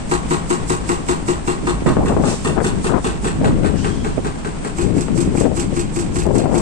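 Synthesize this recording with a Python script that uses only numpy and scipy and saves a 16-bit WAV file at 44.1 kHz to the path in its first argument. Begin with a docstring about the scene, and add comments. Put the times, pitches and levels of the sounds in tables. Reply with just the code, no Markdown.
"""A hydraulic breaker pounds rock about five times a second in an earth pit: each blow rings housing and
chisel, thuds in the rock and cracks off splinters, built from dying tones and shaped noise, with hiss.
Diesel engines run steadily around the site, as wavering tones, clatter and throbbing noise.
The listener turns away, then stands by the haul road; noise gusts buffet the two microphone ports.
A faint metal squeal, two rushes of hiss and a few dry ticks are heard besides."""
import sys
import numpy as np
from scipy import signal
from scipy.fft import rfft, irfft, next_fast_len
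from scipy.io import wavfile
from scipy.ndimage import uniform_filter1d

SR = 44100
rng = np.random.default_rng(int(sys.argv[2]) if len(sys.argv) > 2 else 0)


def waveform_to_disk(signal):
    """Save audio, clipped to [-1, 1], as 16-bit WAV at the path in sys.argv[1]."""
    frames = np.transpose(np.atleast_2d(signal))
    scaled = np.clip(frames, -1, 1) * 32767
    samples = np.round(scaled).astype(np.int16)
    wavfile.write(sys.argv[1], SR, samples)


N = 291496
TIME = np.arange(N) / SR
FULL_LEFT_LAG_S = 0.00046   # how much later the left port hears a blow when the breaker is at full left


def from_db(db):
    """Turn decibels into a plain gain."""
    return 10 ** (np.asarray(db) / 20)


def rms_one(x):
    """Scale a sound to an average (rms) strength of 1."""
    return x / np.sqrt(np.mean(x ** 2) + 1e-20)


def read(rows, at):
    """Every column of a curve at the given times."""
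    s, *columns = np.transpose(rows)
    return [np.interp(at, s, column) for column in columns]


def pan(db):
    """Left and right gains for a level difference; positive is louder on the left."""
    sides_db = np.array([np.atleast_1d(db), -np.atleast_1d(db)]) / 2
    return rms_one(np.ones(2))[:, None] * from_db(sides_db)


def nearer_port(db):
    """Left and right gains that leave the louder port at full level."""
    return pan(db) / pan(db).max()


def add(out, s, sound):
    """Mix a stereo sound in at a time."""
    at = max(round(s * SR), 0)
    part = sound[:, :max(N - at, 0)]
    out[:, at:at + part.shape[1]] += part


def colour(x, spectrum):
    """Filter by a curve of (frequency [Hz], level [dB])."""
    length = x.shape[-1]
    size = next_fast_len(length)
    hz, db = np.transpose(spectrum)
    bins = np.maximum(np.fft.rfftfreq(size, 1 / SR), 1)
    gain = from_db(np.interp(np.log(bins), np.log(hz), db))
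    return irfft(rfft(x, size) * gain, size)[..., :length]


def noise(spectrum, shape):
    """Random hiss with a given colour, rms 1."""
    return rms_one(colour(rng.standard_normal(shape), spectrum))


def butter(x, hz, kind, order):
    """Keep the sound below, above or between the given frequencies."""
    sos = signal.butter(order, np.clip(hz, 10, 0.45 * SR), kind, fs=SR, output="sos")
    return signal.sosfilt(sos, x)


def band_noise(low_hz, high_hz):
    """Separate noise for the two ports between two frequencies."""
    return butter(rng.standard_normal((2, N)), [low_hz, high_hz], "band", order=2)


def drift(rate):
    """Slow chance wandering of spread 1, quicker for a higher rate; worked out every 40 samples."""
    r = np.exp(-80 * np.pi * rate / SR)
    slow = signal.lfilter([1], [1, -2 * r, r * r], rng.standard_normal(N // 40 + 2002))[2000:]
    return np.interp(np.arange(N) / 40, np.arange(len(slow)), rms_one(slow))


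def decay(t, t60):
    """Silent before zero, then dying away by 60 dB in t60 seconds."""
    return (t >= 0) * np.exp(-np.log(1000) * np.maximum(t, 0) / t60)


def engines(site_db=-28.0, throb=0.023, wander=0.00402, clatter_db=-49, clatter_spread_db=4):
    """A near diesel's wavering firing tones and clatter over the throbbing wash of other machines."""
    firing_hz = 52.7   # average firing rate
    # tones of the engine and its pumps: (multiple of the firing rate [ratio], level [dB])
    orders = [(1, -38), (1.999, -43.5), (3, -40), (3.9, -43.5), (5, -48)]
    # colour of the machines across the site: (frequency [Hz], level [dB per Hz])
    site = [(20, 5), (60, 1.5), (115, -7.5), (175, -1.5), (300, -2), (430, -10.5), (560, -11.5),
            (850, -13.5), (1500, -21), (2600, -24.5), (4000, -30.5), (6000, -34.5), (9000, -31),
            (14000, -97)]
    # level of the engines as the listener turns: (time [s], level [dB], left-right [dB])
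    engine_level = [(0, 1, 1), (1.6, 0, 0.5), (3.3, 0, -2), (3.8, -1.5, 0), (4.6, 0, 0.5), (5.7, -0.5, -1),
                    (6.6, -3, -3)]

    turns = np.cumsum(firing_hz * (1 + wander * drift(2.03))) / SR   # firings so far
    hum = 0
    for multiple, db in orders:
        level = from_db(db + 4 * drift(9)) * np.sqrt(2)
        phase = multiple * (turns + 0.05 * drift(9)) + rng.random()
        hum = hum + level * np.sin(2 * np.pi * phase)
    wash = noise(site, (2, N)) * (1 + throb * np.sin(2 * np.pi * turns)) * from_db(1.0 * drift(18))
    # the strength of the knocks wanders from firing to firing
    firings = decay(turns % 1 / firing_hz, 0.071) * from_db(clatter_spread_db * drift(30))
    clatter = rms_one(firings * band_noise(1000, 3200))
    level_db, side_db = read(engine_level, TIME)
    return pan(side_db) * from_db(level_db) * (hum + from_db(site_db) * wash) + from_db(clatter_db) * clatter


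def squeal(squeal_db=-1.0):
    """Steel rubs on steel for a moment somewhere on the site: a few unsteady tones."""
    # faint rise and fall of the squeal: (time [s], level [dB])
    squeal_level = [(3.64, -70), (3.73, -48), (3.8, -46), (3.98, -47), (4.12, -52), (4.28, -72)]
    # its middle pitch: (time [s], frequency [Hz])
    squeal_pitch = [(3.78, 2910), (3.88, 3200), (3.98, 3300), (4.2, 3200)]
    # its tones: (multiple of that pitch [ratio], level [dB])
    squeal_tones = [(1, 0), (.95, -4), (1.025, -4)]

    (level_db,), (hz,) = read(squeal_level, TIME), read(squeal_pitch, TIME)
    tones = 0
    for ratio, db in squeal_tones:
        cycles = np.cumsum(ratio * hz * (1 + 0.022 * drift(140))) / SR
        tones = tones + from_db(db + 4 * drift(19)) * np.sin(2 * np.pi * cycles)
    rubbing = (TIME > squeal_level[0][0]) & (TIME < squeal_level[-1][0])
    return pan(3) * rubbing * from_db(level_db + squeal_db) * rms_one(tones)


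def rushes():
    """Soft rushes of hiss: bands of noise that swell to a peak and die away."""
    # (time of peak [s], rise [s], t60 [s], level [dB], pitch that places the band [Hz])
    rush_list = [(2.3, 0.046, 0.5, -29.5, 5400), (3.779, 0.014, 1.8, -39, 3840)]
    out = np.zeros((2, N))
    for s, rise, t60, db, hz in rush_list:
        shape = decay(TIME - s, t60) + (TIME < s) * np.exp(-abs(TIME - s) / rise)
        out += from_db(db) * shape * rms_one(band_noise(hz / 3.3, hz * 1.8))
    return out


def ticks():
    """A few small, sharp, dry ticks: very short bursts of high noise."""
    # (time [s], strength before the common cut [dB], left-right [dB])
    tick_list = [(0.134, -17, 8), (5.774, -24, 2), (6.229, -7, 8), (6.236, -6, -2), (6.266, -12, 26)]
    out, t = np.zeros((2, N)), TIME[:SR // 20]
    for s, db, side_db in tick_list:
        burst = decay(t, 0.0086) * butter(rng.standard_normal(len(t)), 5900, "high", order=2)
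        add(out, s, pan(side_db) * from_db(db - 18.5) * burst)
    return out


def buffet(eddies, top_hz):
    """Eddies on a port, heard up to about the pitch of the smallest; rms 1."""
    band = butter(butter(eddies, top_hz * 1.225, "low", order=4), top_hz * 0.22, "low", order=1)
    return rms_one(butter(band, 166.4, "high", order=3))


def wind_eddies(lumps_db=3.5, surge_db=1.5, knocks_per_s=70, knock_size=10):
    """Lumpy noise with scattered knocks, one set for the breeze and one for the gusts, two ports each."""
    shape = (2, 2, N)
    knocks = knock_size * (rng.random(shape) < knocks_per_s / SR) * rng.choice([-1, 1], shape)
    lumps = from_db(np.array([lumps_db * drift(138) + surge_db * drift(35) for port in range(2)]))
    return knocks + rng.standard_normal(shape) * lumps


def breeze(eddies, rumble, rumble_db=0.0, flutter_hz=320, flutter_db=-3, flutter_pan_db=3):
    """The breeze rumbles and flutters at each port."""
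    # strength and side of the breeze: (time [s], level [dB], left-right [dB])
    breeze_level = [(0, -44, 7), (1.8, -34, 2), (1.92, -18, -4), (2.2, -24, 1), (2.39, -32, -2),
                    (2.6, -28, 7), (3.05, -30.5, -4), (3.5, -22.5, -4), (3.8, -27, 17), (4.1, -24.5, -1),
                    (4.4, -37, -5), (4.72, -40, 13), (4.9, -30.5, 10.5), (5.45, -28, 9), (5.65, -26, 7),
                    (5.9, -27.5, 3.5), (6.2, -24, 6.5), (6.6, -26.5, -2.5)]
    level_db, side_db = read(breeze_level, TIME)
    flutter = pan(flutter_pan_db) * from_db(flutter_db) * buffet(eddies, flutter_hz)
    return pan(side_db) * from_db(level_db) * (from_db(rumble_db) * rumble + flutter)


def gusts(eddies, rumble, fade_db=3, rise_s=0.0048, fall_s=0.032, slap_db=-4.0, slap_t60=0.02,
          weight_db=-12):
    """Short lumpy gusts start softened, fade along their length and deepen the rumble."""
    # (start [s], length [s], pitch of the smallest eddy [Hz], level [dB], left-right [dB])
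    gust_list = [(1.623, 0.15, 314, -26, -11), (1.858, 0.079, 550, -13, -25), (1.97, 0.07, 760, -16, 3.5),
                 (2.089, 0.057, 890, -15.5, 3), (2.17, 0.078, 685, -13.5, 9), (2.241, 0.11, 880, -19.5, 22),
                 (2.488, 0.041, 486, -16.5, 7), (2.559, 0.072, 990, -16.5, 39),
                 (2.725, 0.094, 274, -22.5, 12), (2.892, 0.099, 1080, -13, 29), (3.386, 0.19, 236, -17, 3),
                 (3.434, 0.058, 655, -12.5, 12), (3.536, 0.14, 418, -19.5, 19), (3.625, 0.13, 556, -20, 22),
                 (4.174, 0.02, 550, -12, -20), (4.823, 0.19, 355, -17, 24), (5.091, 0.3, 307, -18, 14),
                 (5.406, 0.071, 527, -12, 17), (5.455, 0.097, 570, -19.5, 26), (6.254, 0.23, 580, -14, 23),
                 (6.494, 0.29, 870, -16.5, 17)]
    out = np.zeros((2, N))
    for start, length, top_hz, db, side_db in gust_list:
        span = slice(max(int((start - rise_s) * SR), 0), int((start + length + fall_s) * SR))
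        t = TIME[span] - start
        edges = np.clip(np.minimum(t / rise_s, (length - t) / fall_s) + 0.5, 0, 1)
        shape = edges * from_db(fade_db * (1 - t / length) + slap_db * decay(t, slap_t60))
        flutter = np.array([buffet(port, top_hz) for port in eddies[:, span]])
        gust = flutter + from_db(weight_db) * rumble[:, span]
        out[:, span] += nearer_port(side_db) * from_db(db) * shape * gust   # windward port is loudest
    return out


def wind():
    """Breeze and gusts share one low rumble, made separately for each port."""
    low = butter(rng.standard_normal((2, N)), 130, "low", order=2)
    rumble = rms_one(butter(low, 23.0, "high", order=2))
    eddies = wind_eddies()
    return breeze(eddies[0], rumble) + gusts(eddies[1], rumble)


def thumps(thump_db=1, wake_db=-23, wake_t60=0.07):
    """One eddy hits a port: a sharp pressure pulse with a short churning wake."""
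    # (time [s], pitch of the smallest eddy [Hz], peak before thump_db [dB], left-right [dB])
    thump_list = [(1.634, 330, -16, -18), (1.821, 553, -10, -18), (1.922, 890, -7.5, -17),
                  (1.968, 920, -2, 19), (2.049, 420, -8, -11), (2.166, 880, -3, 11), (2.198, 450, -22, 12),
                  (2.238, 1100, -2, 19), (2.577, 1310, -1, 22), (2.603, 1480, -4.5, 18),
                  (2.901, 1310, -20, 17), (2.961, 1120, -10, 24), (3.413, 604, -5.5, 13),
                  (3.488, 280, -5, -8), (3.508, 895, -11, 2), (3.529, 250, -6, -16), (4.863, 380, -8, 20),
                  (4.905, 634, -11, 14), (4.966, 360, -5, 3), (5.084, 1100, -13.5, 16),
                  (5.274, 310, -5.5, -6), (5.351, 710, -5.5, 23), (5.463, 785, -7, 25),
                  (5.726, 415, -9.5, 17), (6.265, 775, -9, 24), (6.310, 696, -7, 25),
                  (6.457, 895, -6.5, 12), (6.5, 850, -12, 16)]
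    out, t = np.zeros((2, N)), TIME[:SR // 16]
    for s, top_hz, db, side_db in thump_list:
        wake = from_db(wake_db) * rng.standard_normal((2, len(t))) * decay(t, wake_t60)
        pulse = buffet((t == 0) + wake, top_hz)
        pulse = pulse / abs(pulse).max(axis=1)[:, None]
        add(out, s, nearer_port(side_db) * from_db(db + thump_db) * pulse)
    return out


def crackle(x, crackle_db=-19, low_hz=800, high_hz=1900):
    """The strongest swings of the wind tear at the port's edge and crackle."""
    return from_db(crackle_db) * x * abs(x) * rms_one(band_noise(low_hz, high_hz))


def leftward(at):
    """How far to the left the breaker lies, from -1 to 1."""
    # direction of the breaker as the listener turns: (time [s], angle to the left [degrees])
    bearing = [(.1, 40), (.9, 53), (1.5, 48), (2.06, -14), (2.85, -36), (3.65, -78), (4.7, -70), (4.74, 57)]
    return np.sin(np.radians(read(bearing, at)[0]))


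def blows(spread_db=0.77):
    """Each blow's time, strength with chance spread, direction (1 = full left) and listener's stance."""
    # runs of evenly spaced blows: (first blow [s], last blow [s], blows [count])
    runs = [(.113, 2.642, 14), (2.843, 4.647, 10), (4.784, 6.55, 10)]
    # strength of the blows at the listener: (time [s], level [dB])
    strength = [(.1, -1), (.7, -1.5), (1.5, -2), (2.06, -2), (2.6, 2.5), (3.3, 1), (3.95, -4), (4.65, -6),
                (4.8, -10), (5.3, -7.5), (5.8, -9), (6.55, -9)]
    # the listener faces the pit, turns aside, turns right away, then stands by the haul road:
    # (from [s], boom [dB], plate [dB], rock [dB], chisel [dB], crack [dB], pit-wall echo [dB],
    #  bass left-right [dB], boom pitch [ratio], left port's lag for the boom [s], clank [Hz],
    #  clank [dB], crack common to both ports [0-1], echo delay [s], t60 of thud and crack [s],
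    #  thud left-right [dB], treble of the crack [dB])
    stances = [(0, -15.5, -37, -20.5, -19.5, -32.5, -2.5, 7, 1.02, 0.00049, 1136, -17.5, 0.08, 0.024, 0.3, 4, -0.5),
               (1.95, -25.5, -26, -22.5, -27, -35.5, 0, -0.5, 1.05, -.0003, 1260, -29.5, 0.4, 0.024, 0.3, 1.5, -4),
               (3.4, -30, -20.5, -21, -23.5, -36, -1, 1, .99, -.0004, 1450, -24.5, 0.44, 0.023, 0.26, 3, -1),
               (4.72, -10.5, -24, -20.5, -20, -30.5, 3, 7.5, .99, .0004, 2410, -25.5, 1, 0.028, 0.33, -9, 1)]
    names = ("boom_db plate_db rock_db chisel_db crack_db echo_db bass_pan_db pitch boom_lag_s clank_hz "
             "clank_db alike echo_s t60 rock_pan_db treble_db").split()

    for first, last, count in runs:
        for s in np.linspace(first, last, int(count)):
            stance = [row[1:] for row in stances if row[0] <= s][-1]
            blow_db = read(strength, s)[0] + spread_db * rng.normal()
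            yield s, blow_db, leftward(s), dict(zip(names, stance))


def pit(t, stance, t60, tail_db, tail_t60):
    """Envelope of a blow in the pit: direct sound, the far wall's echo and a scattered tail."""
    echo = from_db(stance["echo_db"])
    direct_power = decay(t, t60) ** 2
    echo_power = (echo * decay(t - stance["echo_s"], t60)) ** 2
    tail_power = (from_db(tail_db) * decay(t, tail_t60)) ** 2
    return np.sqrt((direct_power + echo_power + tail_power) / (1 + echo ** 2))


def scatter(x, paths, s, gain=1.0):
    """Echoes off nearby ground and steel; their delays shift slowly as the listener moves."""
    out = x.copy()
    for k, (delay_s, slide) in enumerate(paths):
        lag = max(int(delay_s * (1 + slide * s) * SR), 1)
        out[:, lag:] += (-1) ** k * gain * x[:, :-lag]
    return out / np.sqrt(1 + len(paths) * gain ** 2)


def at_ports(spectrum, lag_s, size, alike):
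    """Noise that both ports partly share; a positive lag makes the left one hear it later."""
    three, at = noise(spectrum, (3, size)), np.arange(size)
    alike = np.clip(alike, 0, 1)
    shared = np.array([np.interp(at - np.round(lag_s * SR), at, three[0]), three[0]])
    return np.sqrt(alike) * shared + np.sqrt(1 - alike) * three[1:]


def blow_hiss(swell_s=0.018, swell_db=-6, hiss_db=1.0):
    """A hiss swells ahead of each blow and dies after it."""
    # colour of the hiss: (frequency [Hz], level [dB per Hz])
    hiss_colour = [(2500, -13), (4500, -0.5), (6000, -1), (8000, 3.5), (14000, -5.5)]
    # level of the hiss that goes with the blows, before hiss_db: (time [s], level [dB])
    hiss_level = [(.1, -30), (.5, -29.5), (.7, -26.5), (1.1, -30), (1.5, -32.5), (2.06, -38), (2.3, -31),
                  (2.65, -29), (3.25, -33), (3.45, -39.5), (3.85, -46), (4.45, -46), (4.65, -40),
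                  (4.79, -31.5), (4.98, -31), (5.18, -28), (5.57, -28.5), (5.77, -31), (5.96, -29.5),
                  (6.36, -30.5), (6.55, -28.5)]

    power, around = np.zeros((2, N)), TIME[:SR // 2] - 0.1   # starts 0.1 s before the blow
    for s, _, left, stance in blows():
        swell = from_db(swell_db) * (around < 0) * np.exp(-abs(around) / swell_s)
        shape = pit(around, stance, t60=0.21, tail_db=-14.0, tail_t60=0.36) + swell
        side_db = 1 - 6.5 * left   # left-right balance follows the breaker's direction
        level = from_db(read(hiss_level, s)[0] + hiss_db)
        add(power, s + around[0], (pan(side_db) * level * shape) ** 2)
    hiss = at_ports(hiss_colour, FULL_LEFT_LAG_S * leftward(TIME), N, alike=0.076)
    return np.sqrt(power) * hiss * from_db(1.3 * drift(64))


def ring(modes, t, attack_s=0.0038):
    """Struck modes of alternating sign: a close pair swells before it fades."""
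    tones = 0
    for k, (hz, db, t60) in enumerate(modes):
        tones = tones + (-1) ** k * from_db(db) * np.sin(2 * np.pi * hz * t) * decay(t, t60)
    return (1 - np.exp(-np.maximum(t, 0) / attack_s)) * tones


def housing_boom(t, stance, boom_db=9.0, swell_s=0.0074):
    """The breaker's housing and its side plate boom, with slight chance shifts of pitch and level."""
    # modes of the housing, the main two close together: (frequency [Hz], level [dB], t60 [s])
    housing = [(160.7, -12, 0.18), (243, -14.5, 0.14), (279.4, -12, 0.16), (346, 0.5, 0.14),
               (355.9, -2, 0.14), (428.5, -14.5, 0.14)]
    # modes of the side plate, heard best from one side: (frequency [Hz], level [dB], t60 [s])
    plate = [(415.7, 5, 0.24), (263, 0, 0.15)]
    t_boom = t - np.array([[stance["boom_lag_s"]], [0]])
    pitch = stance["pitch"] * (1 + 0.008 * rng.normal())
    struck = [(hz * pitch * (1 + 0.003 * rng.normal()), db + 1.2 * rng.normal(), t60)
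              for hz, db, t60 in housing]
    boom = from_db(stance["boom_db"] + boom_db) * ring(struck, t_boom, swell_s)
    return pan(stance["bass_pan_db"]) * (boom + from_db(stance["plate_db"]) * ring(plate, t_boom, swell_s))


def chisel_clang(t_ports, stance, detune=0.0031, strike_spread_db=1.8):
    """The steel chisel rings in many modes, each with its own side and a fresh strength every blow."""
    # modes of the chisel: (frequency [Hz], level [dB], t60 [s], left-right [dB])
    chisel = [(677.5, -12.5, 0.28, -12), (808, -6.5, 0.33, -4), (862, -16, 0.24, 5), (959, -6.5, 0.31, -1),
              (1096, -5.5, 0.43, 2.5), (1234, -9, 0.11, -8), (1352, -8, 0.045, 14), (1537, -13, .16, 4),
              (1660, -12, 0.14, 1), (1924, -10, 0.17, 0), (2310, -22, 0.13, 10), (2510, -16.5, 0.15, -3),
              (2700, -18.5, 0.19, 11)]
    clang = 0
    for k, (hz, db, t60, side_db) in enumerate(chisel):
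        mode = (hz * (1 + detune * rng.normal()), db + strike_spread_db * rng.normal(), t60)
        clang = clang + (-1) ** k * pan(side_db) * ring([mode], t_ports)
    return from_db(stance["chisel_db"]) * clang


def steel_clank(t, t_ports, stance, steel, dying, clank_t60=0.01, tail_db=-4):
    """The same noise for every blow, filtered to a hump at the stance's clank pitch, dies quickly."""
    hz = stance["clank_hz"]
    hump = [(hz / 2.2, -28), (hz / 1.09, 0), (hz * 1.08, 0), (hz * 1.25, -10), (hz * 1.96, -15),
            (hz * 3.0, -40)]   # (frequency [Hz], level [dB])
    sound = np.interp(t_ports, t, rms_one(colour(steel, hump)))
    return from_db(stance["clank_db"]) * sound * (decay(t, clank_t60) + from_db(tail_db) * dying)


def stone_crack(t, stance, paths, s, lag_s, dying, crack_db=6.0, snap_db=-12, snap_t60=0.0093):
    """The stone cracks with new noise at every blow, scattered by ground and steel."""
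    # colour of the crack: (frequency [Hz], level [dB per Hz])
    crack_colour = [(700, -47), (1400, 4.5), (1850, 0.5), (2200, -8.5), (2550, -0.5), (3100, -4),
                    (3800, -3), (4400, -4), (5200, -21.5), (8000, -6), (14000, -50)]
    stone = [(hz, db + stance["treble_db"] * (hz > 3400)) for hz, db in crack_colour]
    sound = scatter(at_ports(stone, lag_s, len(t), stance["alike"]), paths, s)
    shape = dying + from_db(snap_db) * decay(t, snap_t60)
    return from_db(stance["crack_db"] + crack_db) * sound * shape


def splinters(t, paths, s, lag_s, count=48, low_hz=1000, high_hz=4800, cycles=15, size_db=5.0, t60=0.28):
    """A dense spray of splinters snaps off at each blow, each ringing briefly at a pitch of its own."""
    t = t[:SR // 11]
    hz = low_hz * (high_hz / low_hz) ** rng.random((count, 1))
    born = 0.07 * rng.random((count, 1)) ** 1.5   # seconds after the blow, mostly early
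    size = from_db(size_db * rng.normal(size=(count, 1))) * decay(born, t60) * np.sqrt(low_hz / hz)
    rings = np.sin(2 * np.pi * hz * (t - born)) * decay(t - born, cycles / hz)
    spray = np.sum(size * rings, axis=0)
    return scatter(np.array([np.interp(t - lag_s, t, spray), spray]), paths, s, gain=0.37)


def breaker(rock_db=1, grit_db=2.0, splinters_db=7.5):
    """Blows nearly repeat boom, thud and steel clank; the stone's crack and splinters are always new."""
    # colour of the thud in the rock: (frequency [Hz], level [dB per Hz])
    rock_colour = [(110, 3), (170, 12.5), (300, 2), (440, 10), (560, -9), (780, 1), (1100, -2),
                   (1400, -9.5), (2000, -19), (3000, -27.5)]
    out, t = np.zeros((2, N)), TIME[:SR // 2]
    thud = noise(rock_colour, (2, len(t)))   # the same paths through the pit for every blow
    steel = rng.standard_normal(len(t))
    paths = rng.uniform([0.0005, -0.03], [0.008, 0.03], (7, 2))   # (delay [s], change [share per s])
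    grit = from_db(grit_db * drift(130))   # stone crumbles unevenly
    for s, blow_db, left, stance in blows():
        lag_s = FULL_LEFT_LAG_S * left
        t_ports = t - np.array([[lag_s], [0]])
        boom = housing_boom(t, stance)
        clang = chisel_clang(t_ports, stance)
        fresh_thud = thud + 0.24 * noise(rock_colour, thud.shape)
        rock = fresh_thud * pit(t, stance, stance["t60"], tail_db=-3, tail_t60=0.83)
        rock = pan(stance["rock_pan_db"]) * from_db(stance["rock_db"] + rock_db) * rock
        dying = pit(t, stance, stance["t60"], tail_db=-3.0, tail_t60=0.3)
        clank = steel_clank(t, t_ports, stance, steel, dying)
        crack = stone_crack(t, stance, paths, s, lag_s, dying)
        rattle = (clank + crack) * np.roll(grit, -round(s * SR))[:len(t)]
        add(out, s, from_db(blow_db) * (boom + rock + clang + rattle))
        spray_db = blow_db + stance["crack_db"] + splinters_db
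        add(out, s, from_db(spray_db) * splinters(t, paths, s, lag_s))
    return out


def scene():
    """The site, the wind at the ports and the breaker together."""
    air = wind() + thumps()
    background = engines() + squeal() + rushes() + ticks()
    return background + air + crackle(air) + blow_hiss() + breaker()


def record(dry, threshold_db=-17, squeeze=0.18, release_db_per_s=90):
    """The ports resonate in the treble, gain control ducks loud moments, peaks round off, the top is cut."""
    # colour of the left and right ports: (frequency [Hz], level [dB])
    left_port = [(4000, 1.5), (6000, 2.5), (7400, 2), (8500, 8.5), (9300, 5.5), (10000, -14),
                 (14000, -18.5)]
    right_port = [(4000, 0.5), (6000, 6), (7000, 6), (7750, 11.5), (8700, 3), (9800, -5.5), (14000, -17.5)]
    x = np.array([colour(dry[0], left_port), colour(dry[1], right_port)])
    power = uniform_filter1d(np.mean(x ** 2, axis=0), size=900)
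    over_db = np.maximum(10 * np.log10(np.maximum(power, 1e-12)) - threshold_db, 0)
    # follows a rise at once and falls back at the release rate
    release_db = release_db_per_s * TIME
    held_db = np.maximum.accumulate(over_db + release_db) - release_db
    x = x * from_db(-squeeze * butter(held_db, 63, "low", order=1))
    return butter(np.tanh(x), 14800, "low", order=12)


dry = scene()
out = record(dry)
waveform_to_disk(out)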